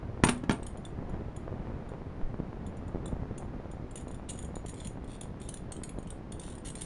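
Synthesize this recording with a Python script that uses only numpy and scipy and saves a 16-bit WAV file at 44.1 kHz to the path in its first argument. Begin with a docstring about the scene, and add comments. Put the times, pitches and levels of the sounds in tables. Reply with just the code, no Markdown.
"""A steel spur turns in the fingers, close to a small microphone in a quiet room.
Its toothed rowel clinks on the pin, scrapes and rattles as it spins, and sets the shank and heel
band ringing; now and then a loose fitting pings. It is picked up at the start with two clattering
knocks on wood. Underneath lie a dull, sputtering rumble with soft pops, one deep thud and faint hiss."""
import sys
import numpy as np
from scipy import signal
from scipy.fft import rfft, irfft, next_fast_len
from scipy.io import wavfile

SR = 44100
rng = np.random.default_rng(int(sys.argv[2]) if len(sys.argv) > 2 else 0)


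def master_out(mix):
    """Clip the mix to full scale and print it as 16-bit PCM to the path in sys.argv[1]."""
    frames = np.transpose(np.atleast_2d(mix))
    ceiling = np.clip(frames, -1, 1)
    pcm = np.round(ceiling * 32767).astype(np.int16)
    wavfile.write(sys.argv[1], SR, pcm)


N = 302085

# The room's decay. Each row: frequency in Hz, t60 in seconds.
ROOM_DECAY = [(200, 0.27), (2000, 0.22), (10000, 0.18)]
# The rumble's colour. Each row: frequency in Hz, relative density in dB.
RUMBLE_SPECTRUM = [(15, 1), (30, 0.5), (100, -2), (250, -6), (500, -13.5), (1000, -20.5), (2000, -31.5),
                   (4000, -49), (7000, -57), (11000, -64.5)]
# The rise and fall of the sputtering. Each row: time in seconds, level in dB.
SPUTTER_LEVELS = [(0, -43.5), (.85, -45), (1.15, -40.5), (1.35, -44.5), (1.7, -41), (2.1, -44.5),
                  (3.1, -42.5), (3.8, -45), (6.85, -47)]
# Soft pops that stand out. 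Each row: time in seconds, level in dB, width in seconds.
LOUD_POPS = [(.202, -26.5, 0.00074), (1.137, -19.5, 0.0024), (1.527, -23.5, 0.0007), (1.654, -28, 0.00065),
             (2.343, -24, .0006), (2.402, -17.5, 0.001), (2.948, -20, 0.0007), (2.959, -19.5, .0009),
             (3.128, -19.5, 0.0011), (3.133, -19, 0.0022), (3.226, -23, 0.0026), (4.543, -27, 0.00054),
             (4.568, -23, .0005), (4.652, -24, 0.00076), (5.987, -21.5, 0.00087)]
# The spur bumps on wood. Each row: start in seconds, level in dB, crack in relative dB, gain of the push.
WOOD_BUMPS = [(.237, -7, -1.5, 0.73), (.246, -21, -1, 0), (0.27, -21.5, -0.5, 0.56), (0.287, -18, 0, 0.16),
              (.291, -16, -2, 0.59), (0.438, -25.5, -14.5, 1), (0.4954, -12.5, -4.5, 0.9),
              (0.5096, -20, 0, 0.99)]
# The wood's modes. Each row: frequency in Hz, relative level in dB, t60 in seconds.
WOOD_MODES = [(89.5, -7.5, 0.19), (122, -1, .15), (160, 3, .15), (205, -4.5, 0.18), (244, 1, 0.3),
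              (275, -7, .15), (345, -12.5, .15), (400, -6, 0.21), (421, -6, .2), (689, -8, .2),
              (803, -2.5, 0.088), (892, -3.5, 0.14), (943, -11, 0.16), (1100, -11.5, 0.15),
              (1166, -11, 0.2), (1385, -8.5, 0.163), (1680, -3, 0.081), (1850, -16.5, 0.12),
              (2280, -13, 0.12), (2563, -15.5, .14)]
# The crack of a bump. Each row: frequency in Hz, relative density in dB.
CRACK_SPECTRUM = [(100, -6), (450, 1), (900, 6), (2000, 0.5), (3900, -7), (5200, -13.5), (7000, -14),
                  (11000, -22.5)]
# A loose fitting taps the heel band. Each row: start in seconds, level in dB.
FITTING_PINGS = [(.851, -39), (2.664, -52.5), (3.058, -49), (3.077, -47), (3.378, -53), (4.144, -50.5),
                 (4.802, -40)]
# The fingers' hold on the steel. Each row: time in seconds, factor on the resonance widths.
GRIP_DAMPING = [(0, 1.4), (.6, 2.6), (.9, 1.1), (4.6, 0.98), (4.8, 1.35), (5.2, 1.7), (6.85, 2.2)]
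# Dry steel on steel. Each row: frequency in Hz, gain in dB.
RASP_SPECTRUM = [(500, -18), (2300, -7), (3500, -3), (5500, -6), (8000, -1), (11000, 0)]
# Modes of the heel band, shank and rowel. Each row: frequency in Hz, width in Hz, gain in dB.
BAND_MODES = [(1800, 400, -8), (2360, 350, -3.5), (2830, 300, -2.5), (3240, 230, 2.5), (3530, 220, 0),
              (3940, 199.3, -3), (4260, 130, -6), (4785, 200, -9.5), (5350, 360, -17)]
SHANK_MODES = [(5730, 93, -13.5), (6480, 120, -10), (6885, 49, 5.5), (7030, 140, 0.5), (7380, 58, -2)]
ROWEL_MODES = [(8100, 72, -5), (8395, 52, -4), (8800, 83, -10), (9080, 60, -1.5), (9350, 90, -8),
               (9760, 90, -3.5), (10270, 90, -14), (10540, 130, -12)]
# The rowel rubs round its pin. Each row: start and length in seconds, level in dB, favoured pitch in Hz.
ROWEL_SPINS = [(3.962, 0.053, -53, 10400), (4.283, .03, -44.5, 8200), (4.32, 0.15, -61, 9400),
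               (4.744, 0.15, -52, 8900), (5.071, 0.11, -54, 8900), (5.397, 0.12, -57.5, 9700),
               (6.401, 0.16, -53, 9100), (6.642, 0.058, -42.5, 8700), (6.75, 0.12, -51, 9100)]
# The spinning rowel wobbles against its pin. Each row: first and last contact in seconds,
# number of contacts, mean level in dB, favoured pitch in Hz.
ROWEL_RATTLES = [(4.079, 4.143, 3, -50, 9450), (4.289, 4.302, 3, -36.5, 8150),
                 (4.333, 4.3755, 3, -47.5, 9400), (4.4244, 4.4446, 2, -44.5, 9400),
                 (4.66, 4.681, 2, -42.5, 8400), (5.0415, 5.1507, 4, -55, 8900),
                 (5.9844, 6.071, 3, -48.5, 9150), (6.414, 6.58, 8, -47, 9050),
                 (6.657, 6.7007, 4, -38.5, 8600)]
# Single contacts of rowel and pin. Each row: start in seconds, level in dB, favoured pitch in Hz.
ROWEL_CLINKS = [(0.2402, -25.5, 9100), (0.2474, -22, 9100), (0.291, -23, 8260), (.376, -51, 8700),
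                (0.5185, -36, 8800), (.5267, -38, 9000), (.6288, -44, 8200), (.665, -37.5, 9500),
                (.771, -50.5, 9800), (.8493, -42.5, 9270), (1.0939, -59.5, 9860), (1.3621, -47.5, 9780),
                (1.8887, -57.5, 9600), (2.6638, -51, 10100), (2.7676, -58.5, 8600), (2.8784, -57.5, 8600),
                (3.0565, -44, 9600), (3.078, -50, 9600), (3.3775, -42.5, 9420), (3.7121, -51, 9350),
                (3.909, -48.5, 8230), (3.9554, -36.5, 9900), (3.9732, -42.5, 10500), (4.0083, -50.5, 10100),
                (4.3873, -39.5, 9400), (4.554, -41, 9300), (4.691, -40, 9900), (4.74, -46, 8200),
                (4.802, -44, 8100), (4.8456, -41.5, 9540), (4.87, -35, 9840), (5.2095, -34, 9650),
                (5.231, -45.5, 8860), (5.3996, -51, 8700), (5.4142, -44.5, 8450), (5.4875, -32, 9760),
                (5.5392, -34, 9800), (5.57, -44.5, 9700), (5.7192, -34, 8850), (5.764, -43, 8200),
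                (5.8341, -32, 8600), (5.891, -40, 10100), (6.1026, -38.5, 9100), (6.32, -37.5, 9100),
                (6.395, -38, 9100), (6.752, -35, 9020), (6.81, -36, 9800), (6.8169, -28, 9200)]


def amp(db):
    """Decibels to gain."""
    return 10 ** (np.asarray(db) / 20)


def unit_rms(x):
    """x at rms 1."""
    return x / np.sqrt(np.mean(x ** 2) + 1e-20)


def unit_peak(x):
    """x at peak 1."""
    return x / (np.abs(x).max() + 1e-20)


def curve_at(points, hz):
    """Read (Hz, value) points along a log frequency axis."""
    freqs, values = np.transpose(points)
    return np.interp(np.log(hz + 1), np.log(freqs + 1), values)


def filtered(x, response):
    """x through a complex frequency response."""
    size = next_fast_len(len(x) + 4096)
    return irfft(rfft(x, size) * response(np.fft.rfftfreq(size, 1 / SR)), size)[:len(x)]


def noise(spectrum, size):
    """Coloured noise of rms 1."""
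    return unit_rms(filtered(rng.standard_normal(size), lambda hz: amp(curve_at(spectrum, hz))))


def fade(t, t60):
    """Exponential decay, 60 dB down after t60."""
    return np.exp(-np.log(1000) * t / t60)


def resonance(f, hz, width):
    """Response at f of one resonance centred on hz."""
    return 1j * f * width / (hz * hz - f * f + 1j * f * width)


def add(track, start_s, x):
    """Mix x into the track."""
    start = max(round(start_s * SR), 0)
    part = track[start:start + len(x)]
    part += x[:len(part)]


def in_room(x, wet_db):
    """The direct sound at the microphone, then a diffuse tail whose treble dies first."""
    hz, t, spectra = signal.stft(rng.standard_normal(SR // 3), SR, nperseg=256)
    decay = fade(t, curve_at(ROOM_DECAY, hz)[:, None])
    build_up = 1 - np.exp(-t / 0.0031)
    tail = signal.istft(spectra * decay * build_up, SR, nperseg=256)[1]
    response = amp(wet_db) * tail / np.linalg.norm(tail)
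    response[0] = 1
    return signal.fftconvolve(x, response)


def hiss():
    """A faint, steady noise floor."""
    return amp(-64) * noise([(500, 2.0), (2000, -1.5), (4000, -10.0), (7000, -19), (11000, -24.5)], N)


def pop(width_s):
    """A one-sided rounded pulse with its peak 10 ms in."""
    t = np.arange(SR // 50) / SR - 0.01
    return -np.exp(-2 * np.abs(2 * t / width_s) ** 1.54 / 3)


def sputter(pops_per_s=170, width_s=0.0011, scatter_db=4, pop_db=5, rumble_db=1, low_cut_hz=30):
    """A low rumble full of soft pops; a few stand out."""
    level_db = np.interp(np.arange(N) / SR, *np.transpose(SPUTTER_LEVELS))
    small, large = np.zeros(N), np.zeros(N)
    for when, size, breadth in rng.random((int(pops_per_s * N / SR), 3)):
        gain = amp(scatter_db * min(-np.log(1 - size), 2.8))
        add(small, when * N / SR, gain * pop(width_s * 2.91 ** (2 * breadth - 1)))
    for peak_s, db, width in LOUD_POPS:
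        add(large, peak_s - 0.01, amp(db) * pop(width))
    pops = amp(level_db + pop_db) * small + large
    rumble = amp(level_db + rumble_db) * noise(RUMBLE_SPECTRUM, N)
    return rumble + filtered(pops, lambda f: 1j * f / (low_cut_hz + 1j * f))


def thud(start_s=2.229, db=-20, hz=19, t60=0.27):
    """One deep, soft thud."""
    out, t = np.zeros(N), np.arange(SR // 3) / SR
    add(out, start_s, amp(db) * np.sin(2 * np.pi * hz * t) * fade(t, t60))
    return out


def wood_knocks(push_s=0.002, ring_db=-8, crack_t60=0.0419):
    """The bumping spur pushes the wood, makes a short crack and leaves the wood ringing."""
    out, t = np.zeros(N), np.arange(SR // 4) / SR
    hz, mode_db, t60 = np.transpose(WOOD_MODES)[:, :, None]
    push = -unit_peak(np.sin(np.pi * t / push_s) * np.exp(-(t / push_s / 2) ** 2))
    for start_s, db, crack_db, push_gain in WOOD_BUMPS:
        strength = amp(mode_db + rng.normal(0, 2, hz.shape)) * rng.choice([-1, 1], hz.shape)
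        ring = unit_peak(np.sum(strength * np.sin(2 * np.pi * hz * t) * fade(t, t60), axis=0))
        crack = unit_peak(noise(CRACK_SPECTRUM, len(t)) * fade(t, crack_t60))
        knock = push_gain * push + amp(ring_db) * ring + amp(crack_db) * crack
        add(out, start_s, amp(db) * in_room(knock, wet_db=-10))
    return out


def fitting_pings(ring_hz=3520, ring_t60=0.035):
    """A loose strap fitting sounds one short note at each tap."""
    out, t = np.zeros(N), np.arange(SR // 10) / SR
    note = np.sin(2 * np.pi * ring_hz * t) * fade(t, ring_t60) * (1 - np.exp(-t / 0.00075))
    for start_s, db in FITTING_PINGS:
        add(out, start_s, amp(db) * in_room(note, wet_db=-14))
    return out


def grip_at(time_s):
    """How strongly the fingers damp the steel at this moment."""
    return np.interp(time_s, *np.transpose(GRIP_DAMPING))


def steel_ring(force, modes, grip, detune=0.0067, scatter_db=3):
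    """Steel rings under a force; the grip widens its modes and each contact shifts them a little."""
    hz, width, db = np.transpose(modes)
    shift, strength = rng.standard_normal((2, len(hz)))
    hz = hz * (1 + detune * grip * shift)
    gains = (-1) ** np.arange(len(hz)) * amp(db + scatter_db * strength)
    return filtered(force, lambda f: np.sum(gains * resonance(f[:, None], hz, width * grip), axis=1))


def rasp(force, grip):
    """The unpitched part of a contact; it grows as the grip tightens."""
    return grip * filtered(force, lambda hz: amp(curve_at(RASP_SPECTRUM, hz)))


def struck_rowel(favoured_hz, focus_hz=550, focus_db=8):
    """The rowel's modes; the point of contact weakens those far from favoured_hz."""
    return [(hz, width, db - focus_db * np.tanh(abs(hz - favoured_hz) / focus_hz))
            for hz, width, db in ROWEL_MODES]


def rowel_spins(ticks_per_s=1100, uneven_db=3, shank_db=-10, band_db=-9.5, rasp_db=-24, boost_db=10):
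    """The turning rowel scrapes its pin in a stream of tiny uneven ticks."""
    out = np.zeros(N)
    for start_s, length_s, db, favoured_hz in ROWEL_SPINS:
        size, grip = int(abs(length_s) * SR) + 1, grip_at(start_s)
        grains = rng.standard_normal(size) * amp(uneven_db * rng.standard_normal(size))
        grains *= rng.random(size) < ticks_per_s / SR
        ticks = np.pad(unit_rms(grains * signal.windows.tukey(size)), (0, SR // 20))
        parts = [(struck_rowel(favoured_hz), 0), (SHANK_MODES, shank_db), (BAND_MODES, band_db)]
        ring = sum(amp(level) * steel_ring(ticks, modes, grip) for modes, level in parts)
        scratch = amp(rasp_db) * rasp(ticks, grip)
        add(out, start_s, amp(db + boost_db) * in_room(ring + scratch, wet_db=-8))
    return out


def rattle_contacts(gap_growth=1.07, uneven_db=1.5):
    """Contacts of the wobbling rowel, in rows like the clinks; the gaps grow as it slows."""
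    contacts = []
    for first_s, last_s, count, db, favoured_hz in ROWEL_RATTLES:
        spacing = gap_growth ** np.arange(round(count))
        times = np.interp(spacing, [spacing[0], spacing[-1]], [first_s, last_s])
        contacts += [(time_s, db + uneven_db * rng.standard_normal(), favoured_hz) for time_s in times]
    return contacts


def rowel_clinks(chatter_t60=0.022, rise_s=0.001, rowel_db=1, rasp_db=-10, medium_db=-44.5):
    """The loose rowel chatters on its pin at each contact and rings the whole spur."""
    out, t = np.zeros(N), np.arange(SR // 10) / SR
    for start_s, db, favoured_hz in ROWEL_CLINKS + rattle_contacts():
        force_db, grip = db - medium_db, grip_at(start_s)
        # Hard contacts stay more in the rowel; a tight grip favours the heel band over the shank.
        shank_db = -3 - 0.12 * force_db - 5 * (grip - 1)
        band_db = -4.5 - 0.3 * force_db + 0.99 * (grip - 1)
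        chatter = rng.standard_normal(len(t)) * fade(t, chatter_t60) * (1 - np.exp(-t / rise_s))
        parts = [(struck_rowel(favoured_hz), rowel_db), (SHANK_MODES, shank_db), (BAND_MODES, band_db)]
        ring = sum(amp(level) * unit_peak(steel_ring(chatter, modes, grip)) for modes, level in parts)
        # Contacts that shake the heel band are also the scratchier ones.
        scratch = amp(rasp_db + band_db / 2) * rasp(unit_peak(chatter), grip)
        add(out, start_s, amp(db) * in_room(ring + scratch, wet_db=-7))
    return out


def scene():
    """The spur close up over the noise floor, in mono."""
    spur = wood_knocks() + rowel_clinks() + fitting_pings() + rowel_spins()
    return (spur + thud() + sputter() + hiss())[None]


def record(dry, notch_hz=7850, notch_width_hz=330, top_hz=11030):
    """The small microphone has a narrow dip in the treble and cuts off steeply above top_hz."""
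    dip = lambda f: 1 - 0.95 * resonance(f, notch_hz, notch_width_hz)
    high_cut = lambda f: 1 / np.sqrt(1 + (f / top_hz) ** 240)
    return filtered(dry[0], lambda f: dip(f) * high_cut(f))[None]


dry = scene()
out = record(dry)
master_out(out)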